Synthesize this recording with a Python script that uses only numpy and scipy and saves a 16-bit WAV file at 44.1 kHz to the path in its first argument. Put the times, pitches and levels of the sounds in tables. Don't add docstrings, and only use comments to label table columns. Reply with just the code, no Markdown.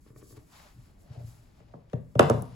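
import sys
import numpy as np
from scipy import signal
from scipy.fft import rfft, irfft, next_fast_len
from scipy.io import wavfile
from scipy.ndimage import map_coordinates

SR = 44100
rng = np.random.default_rng(int(sys.argv[2]) if len(sys.argv) > 2 else 0)


def store_wav(level_fs):
    pcm = np.round(np.clip(np.atleast_2d(level_fs), -1, 1) * 32767)
    wavfile.write(sys.argv[1], SR, pcm.T.astype(np.int16))


N = 112454

# frequency in Hz, relative level in dB.
FLOOR_SPECTRUM = [(20, -0.5), (50, 2.5), (105, -2.5), (206, -7.5), (300, -10.5), (720, -33), (1080, -28),
                  (2280, -35), (5000, -54.5), (9000, -40.5), (16500, -50)]
# frequency in Hz, left-right correlation from 0 to 1.
LIKENESS = [(60, 0.93), (200, 0.81), (500, 0.25), (1500, 0.096), (4000, 0.75), (6000, 0.32)]
# frequency in Hz, 60 dB decay time in seconds, relative level in dB.
ROOM_TAIL = [(97, 0.6, -2), (199, 0.51, -1), (311, 0.22, 4), (520, 0.36, 0), (1060, 0.41, -3),
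             (1950, 0.4, 0.5), (2500, 0.34, 2), (5100, 0.47, -6.5), (10000, 0.64, -6.5)]
# time in seconds, level in dB of the swish of sleeve and finger,
# of the card scrape, and of the low rub in the lid's panels; the levels glide from row to row.
SLIDE_LEVELS = [(0.0, -88, -103, -68), (0.01, -73, -96, -86), (0.077, -72, -67, -107),
                (0.142, -78.5, -87, -81), (0.185, -59, -88, -65), (0.221, -72.5, -62.5, -94),
                (0.244, -63.5, -99, -86), (0.328, -58, -77, -74), (0.356, -71, -67, -65),
                (0.371, -61, -61, -73), (0.382, -71.5, -68.5, -71), (0.446, -73, -77.5, -70),
                (0.489, -70.5, -71, -82), (0.524, -65.5, -61.5, -74), (0.558, -63, -56.5, -68),
                (0.62, -64, -58.5, -67), (0.688, -68.5, -61.5, -66.5), (0.76, -73, -72.5, -80),
                (0.873, -71, -69, -72.5), (0.962, -81.5, -76.5, -73), (1.016, -69.5, -74.5, -69.5),
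                (1.1, -81, -68, -63.5), (1.138, -72, -63, -62), (1.185, -78, -66.5, -58),
                (1.197, -71, -65, -52.5), (1.226, -69, -68, -55), (1.24, -69.5, -68.5, -58),
                (1.276, -61.5, -66, -67.5), (1.543, -81, -73, -71), (1.584, -75.5, -69, -67),
                (1.65, -97, -72.5, -70.5), (1.728, -97, -71, -71), (1.77, -99, -75.5, -63),
                (1.888, -100, -77, -72), (1.92, -76, -68, -88), (2.0, -82, -83, -90),
                (2.4, -67, -70.5, -80), (2.5, -87, -65, -59), (2.55, -78, -62.5, -75)]
# frequency in Hz, relative level in dB.
SWISH_SPECTRUM = [(2000, -20), (3800, -10), (4800, -5.5), (5800, -5.5), (7500, -2), (9500, -4.5),
                  (11000, -2.5), (13000, -7.5), (16500, -13)]
# frequency in Hz, relative level in dB.
SCRAPE_SPECTRUM = [(400, -19), (600, -5.5), (820, 9), (1400, 3), (2050, 1), (3500, -3), (4850, -3),
                   (6500, -8), (9000, -18), (16500, -44)]
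# frequency in Hz, relative level in dB.
PANEL_SPECTRUM = [(200, -21), (330, -6.5), (440, -2.5), (520, -5.5), (600, 2.5), (650, -1), (710, -3),
                  (850, -9), (1200, -36)]
# start in seconds, relative level in dB, contact hardness in Hz.
FINGER_TAPS = [(0.063, -52.5, 1223), (0.103, -51.5, 1160), (0.161, -46.5, 1800), (0.218, -56.5, 2200),
               (0.226, -46, 1080), (0.307, -51.5, 1170), (0.325, -50, 1200), (0.369, -50, 1900),
               (0.376, -48.5, 1500)]
# nominal frequency in Hz, relative level in dB, 60 dB decay time in seconds.
LID_MODES = [(294, 5.5, 0.037), (432, 5.5, 0.044), (615, -9.5, 0.076), (1127, 1.5, 0.021),
             (1540, -17, 0.042), (1800, -8.5, 0.045), (2320, -5.5, 0.012)]
# time in seconds, relative level in dB, contact softness in Hz.
ARM_BUMPS = [(0.104, -42.5, 140), (0.166, -43, 141), (0.223, -35, 65), (0.323, -34, 80.4),
             (0.374, -31.5, 79), (0.759, -40, 119), (0.784, -38.5, 126), (1.106, -28.5, 140),
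             (1.175, -28, 130), (1.207, -32, 140), (1.242, -20.5, 86), (1.277, -36, 119), (1.326, -42, 100),
             (1.39, -45, 120), (1.571, -56, 142)]
# nominal frequency in Hz, relative level in dB,
# 60 dB decay time in seconds when neither an arm nor scattering shortens it.
TABLE_MODES = [(58, -31.5, 0.55), (87.2, -15, 0.24), (118.36, -7.5, 0.53), (147.8, -5.5, 0.16),
               (182.4, -7, 0.088), (243.4, -1, 0.1), (296.7, 2.5, 0.028), (350, 2, 0.043),
               (450.3, -0.5, 0.08), (574.3, 2.5, 0.06), (637, 2.5, 0.032), (754, 3, 0.052), (823, 1, 0.027),
               (927, 4, 0.042), (1168, 1.5, 0.035), (1305, 5.5, 0.019), (1452, 6, 0.014),
               (1707, -8.5, 0.045), (1920, -9.5, 0.023), (2235, -14.5, 0.026)]
# start in seconds, relative thud level in dB, contact hardness in Hz,
# boom of the low modes in dB, hollow of the lid in dB, relative crack level in dB,
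# crack tilt in dB per octave, left over right in dB before the pickup.
LID_KNOCKS = [(1.602, -49.5, 855, 9, 0, -54, -6, 7), (1.737, -36.5, 820, 4, 0, -44.5, -7, 4.5),
              (1.898, -67.5, 700, 5, 7, -57, -2, 11), (1.932, -24.5, 600, 11, 5, -39, -5, 8.5),
              (2.153, -23, 517, 12.5, 5.5, -38, -5.5, 6.5), (2.1934, -4.5, 1960, -20, 1, -10, 1, 1.5),
              (2.1963, -12, 1870, 2.5, 1, -20.5, -1, 9), (2.207, -18.5, 930, 2, -3, -35.5, 6.5, 5),
              (2.227, -20.5, 1300, 6.5, -9, -36, 2, 4.5), (2.2976, -13, 1020, 3.5, 6.5, -23, 3, 5.5),
              (2.3069, -16.5, 730, 1, 0.5, -36.5, 3.5, -3), (2.421, -30.5, 524, -8, -8, -35, 18.5, 0.5)]
# frequency in Hz, relative level in dB before the tilt.
CRACK_SPECTRUM = [(500, -39), (1000, -25), (1560, -3), (3080, -8.5), (6000, -14.5), (7400, -20),
                  (10300, -19.5), (15700, -44.5)]
# frequency in Hz,
# left over right in dB (added to the knock's own), radians by which the right leads.
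KNOCK_SIDES = [(174, -6, 0.03), (540, -8.5, -0.6), (963, -13, 2.25), (1910, -5.5, 0.44), (2820, 7.5, 4),
               (4860, -6, -0.7), (5600, 9.5, 0.5)]
HOLLOW_BAND = (410, 630)
# frequency in Hz, radians by which the right leads.
PORT_LEAD = [(150, -0.19), (350, 0.79), (600, 0.94), (1400, -0.071), (2000, -0.16), (3000, -0.97),
             (5000, -0.57), (6500, -1.1)]
# frequency in Hz, left over right in dB.
PORT_BALANCE = [(60, 1), (500, 3.5), (2000, 1.5), (5000, 5.5), (6500, 0)]

FLOOR_DB = -58
ROOM_DB, ROOM_LATE_S = -1.5, 0.0067
SLIDE_GRAIN_DB, RUB_GRAIN_DB = 1, 3
BOOM_HZ = 200
DETUNE = 0.02
TAP_DB, BUMP_DB = -4.5, 5.5
BUMP_DAMP = 0.32
BUMP_ROOM_DB = -5.5
THUD_DIRECT_DB, THUD_ROOM_DB = -8.5, -8.0
BEND_S = 0.0034
CRACK_T60_S, CRACK_RISE_S = 0.011, 0.001
SCATTER, SCATTER_DB = 0.42, 6
PORT_TOP_HZ = 6500
TURN_FROM_HZ, TURN_HZ = 6900, 4400
CEILING = 0.93
TOP_HZ = 16400


def amp(db):
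    return 10 ** (np.asarray(db) / 20)


def unit(x):
    return x / np.sqrt(np.mean(x ** 2) + 1e-20)


def along(points, hz, axis=1):
    table = np.transpose(points)
    return np.interp(np.log(hz + 1), np.log(table[0] + 1), table[axis])


def filtered(x, response):
    n = x.shape[-1]
    size = next_fast_len(n + SR // 4)
    spectrum = rfft(x, size) * response(np.fft.rfftfreq(size, 1 / SR))
    return irfft(spectrum, size)[..., :n]


def diffuse(pair):
    def mid_and_side(hz):
        turn = np.arccos(np.clip(along(LIKENESS, hz), -1, 1)) / 2
        return np.array([np.cos(turn), np.sin(turn)])

    mid, side = filtered(pair, mid_and_side)
    return np.array([mid + side, mid - side])


def rush(spectrum, grain_db, rate):
    points = rng.standard_normal(int(N * rate / SR) + 4)
    flicker = map_coordinates(points, [np.arange(N) * rate / SR])
    noise = rng.standard_normal((2, N)) * amp(grain_db * flicker)
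    closed = [(0.6, -120)] + list(spectrum)
    return unit(diffuse(filtered(noise, lambda hz: amp(along(closed, hz)))))


def room_floor():
    return amp(FLOOR_DB) * rush(FLOOR_SPECTRUM, 0.86, rate=6.28)


def room_tail():
    hz, t, cells = signal.stft(rng.standard_normal((2, SR // 2)), SR, nperseg=256)
    decay = amp(-60 * t / along(ROOM_TAIL, hz)[:, None])
    tail = diffuse(signal.istft(cells * decay, SR, nperseg=256)[1])
    tail = tail / np.linalg.norm(tail[0])
    tail = filtered(tail, lambda f: amp(ROOM_DB + along(ROOM_TAIL, f, axis=2)))
    return np.pad(tail, ((0, 0), (round(ROOM_LATE_S * SR), 0)))


def with_room(send, direct):
    return direct + signal.fftconvolve(send[None], room_tail(), axes=1)[:, :len(send)]


def add(track, s, sound):
    at = round(s * SR)
    track[:, at:at + sound.shape[-1]] += sound


def ring(modes, contact_hz, bend_s=0, boom_db=0, hollow_db=0, order=4):
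    hz, db, t60 = np.transpose(modes)[:, :, None]
    hz = hz * (1 + DETUNE * (hz > BOOM_HZ) * rng.uniform(-1, 1, hz.shape))
    t = np.clip(np.arange(SR // 2) / SR - bend_s * 100 / hz, 0, None)
    spread_db = np.clip(rng.standard_normal(hz.shape), -2, 2) * 1.5
    in_hollow = (hz > HOLLOW_BAND[0]) * (hz < HOLLOW_BAND[1])
    place_db = boom_db * (hz < BOOM_HZ) + hollow_db * in_hollow
    contact = 1 / np.sqrt(1 + (hz / contact_hz) ** (2 * order))
    size = amp(db + spread_db + place_db - 60 * t / t60) * contact
    sign = (-1) ** np.arange(len(hz))[:, None]
    rise = 1 - np.exp(-2 * t * hz)
    return (sign * size * rise * np.sin(2 * np.pi * hz * t)).sum(0)


def sliding():
    s, *levels_db = np.transpose(SLIDE_LEVELS)
    swish, scrape, rub = [amp(np.interp(np.arange(N) / SR, s, db)) for db in levels_db]
    out = swish * rush(SWISH_SPECTRUM, SLIDE_GRAIN_DB, rate=68)
    out += scrape * rush(SCRAPE_SPECTRUM, SLIDE_GRAIN_DB, rate=140)
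    out += rub * rush(list(PANEL_SPECTRUM) + [(3000, -120)], RUB_GRAIN_DB, rate=49)
    return out


def arm_bumps():
    out = np.zeros((2, N + SR))
    damped = np.multiply(TABLE_MODES, [1, 1, BUMP_DAMP])
    for s, db, soft_hz in ARM_BUMPS:
        bump = amp(db + BUMP_DB) * ring(damped, soft_hz, order=3)
        add(out, s - 0.006, with_room(amp(BUMP_ROOM_DB) * bump, bump))
    return out[:, :N]


def finger_taps():
    out = np.zeros((2, N + SR))
    for s, db, hard_hz in FINGER_TAPS:
        tap = amp(db + TAP_DB) * ring(LID_MODES, hard_hz, order=1)
        add(out, s, with_room(tap, tap))
    return out[:, :N]


def edge_crack(tilt_db):
    t = np.arange(SR // 2) / SR
    colour = lambda hz: amp(along(CRACK_SPECTRUM, hz) + tilt_db * np.log2((hz + 1) / 4000))
    noise = unit(filtered(rng.standard_normal(len(t)), colour))
    return noise * amp(-60 * t / CRACK_T60_S) * (1 - np.exp(-t / CRACK_RISE_S))


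def at_both_sides(blow, pan_db):
    sign = np.array([[-0.5], [0.5]])
    level = lambda hz: amp(-sign * (pan_db + along(KNOCK_SIDES, hz)))
    phase = lambda hz: np.exp(1j * sign * along(KNOCK_SIDES, hz, axis=2))
    return filtered(blow, lambda hz: level(hz) * phase(hz))


def lid_knocks():
    out = np.zeros((2, N + SR))
    lead_in = (SR // 100, 0)
    blurred = [(hz, db + SCATTER_DB * (hz > BOOM_HZ), t60 * (SCATTER if hz > BOOM_HZ else 1))
               for hz, db, t60 in TABLE_MODES]
    for s, thud_db, hard_hz, boom_db, hollow_db, crack_db, tilt_db, pan_db in LID_KNOCKS:
        crack = amp(crack_db) * edge_crack(tilt_db)
        thud = ring(TABLE_MODES, hard_hz, BEND_S, boom_db, hollow_db, order=2)
        far_thud = ring(blurred, hard_hz, BEND_S, boom_db, hollow_db / 2, order=2)
        near = np.pad(amp(thud_db + THUD_DIRECT_DB) * thud + crack, lead_in)
        far = np.pad(amp(thud_db + THUD_ROOM_DB) * far_thud + crack, lead_in)
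        add(out, s - 1 / 100, with_room(far, at_both_sides(near, pan_db)))
    return out[:, :N]


def scene():
    return room_floor() + sliding() + arm_bumps() + finger_taps() + lid_knocks()


def record(dry):
    sign = np.array([[-1], [1]])
    below = lambda hz, edge_hz, width_hz: np.clip(0.5 - (hz - edge_hz) / width_hz, 0, 1)
    balance = lambda hz: amp(-sign * along(PORT_BALANCE, hz) / 2)
    lead = lambda hz: np.exp(0.5j * sign * along(PORT_LEAD, hz))
    turn = lambda hz: np.exp(1j * np.pi * sign * (hz - TURN_FROM_HZ) / TURN_HZ)
    low = filtered(dry, lambda hz: below(hz, PORT_TOP_HZ, 600) * balance(hz) * lead(hz))
    high = filtered(dry[:1], lambda hz: (1 - below(hz, PORT_TOP_HZ, 600)) * turn(hz))
    both = low + high
    rounded = both / (1 + np.abs(both / CEILING) ** 6) ** (1 / 6)
    return filtered(rounded, lambda hz: below(hz, TOP_HZ, 400))


dry = scene()
out = record(dry)
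store_wav(out)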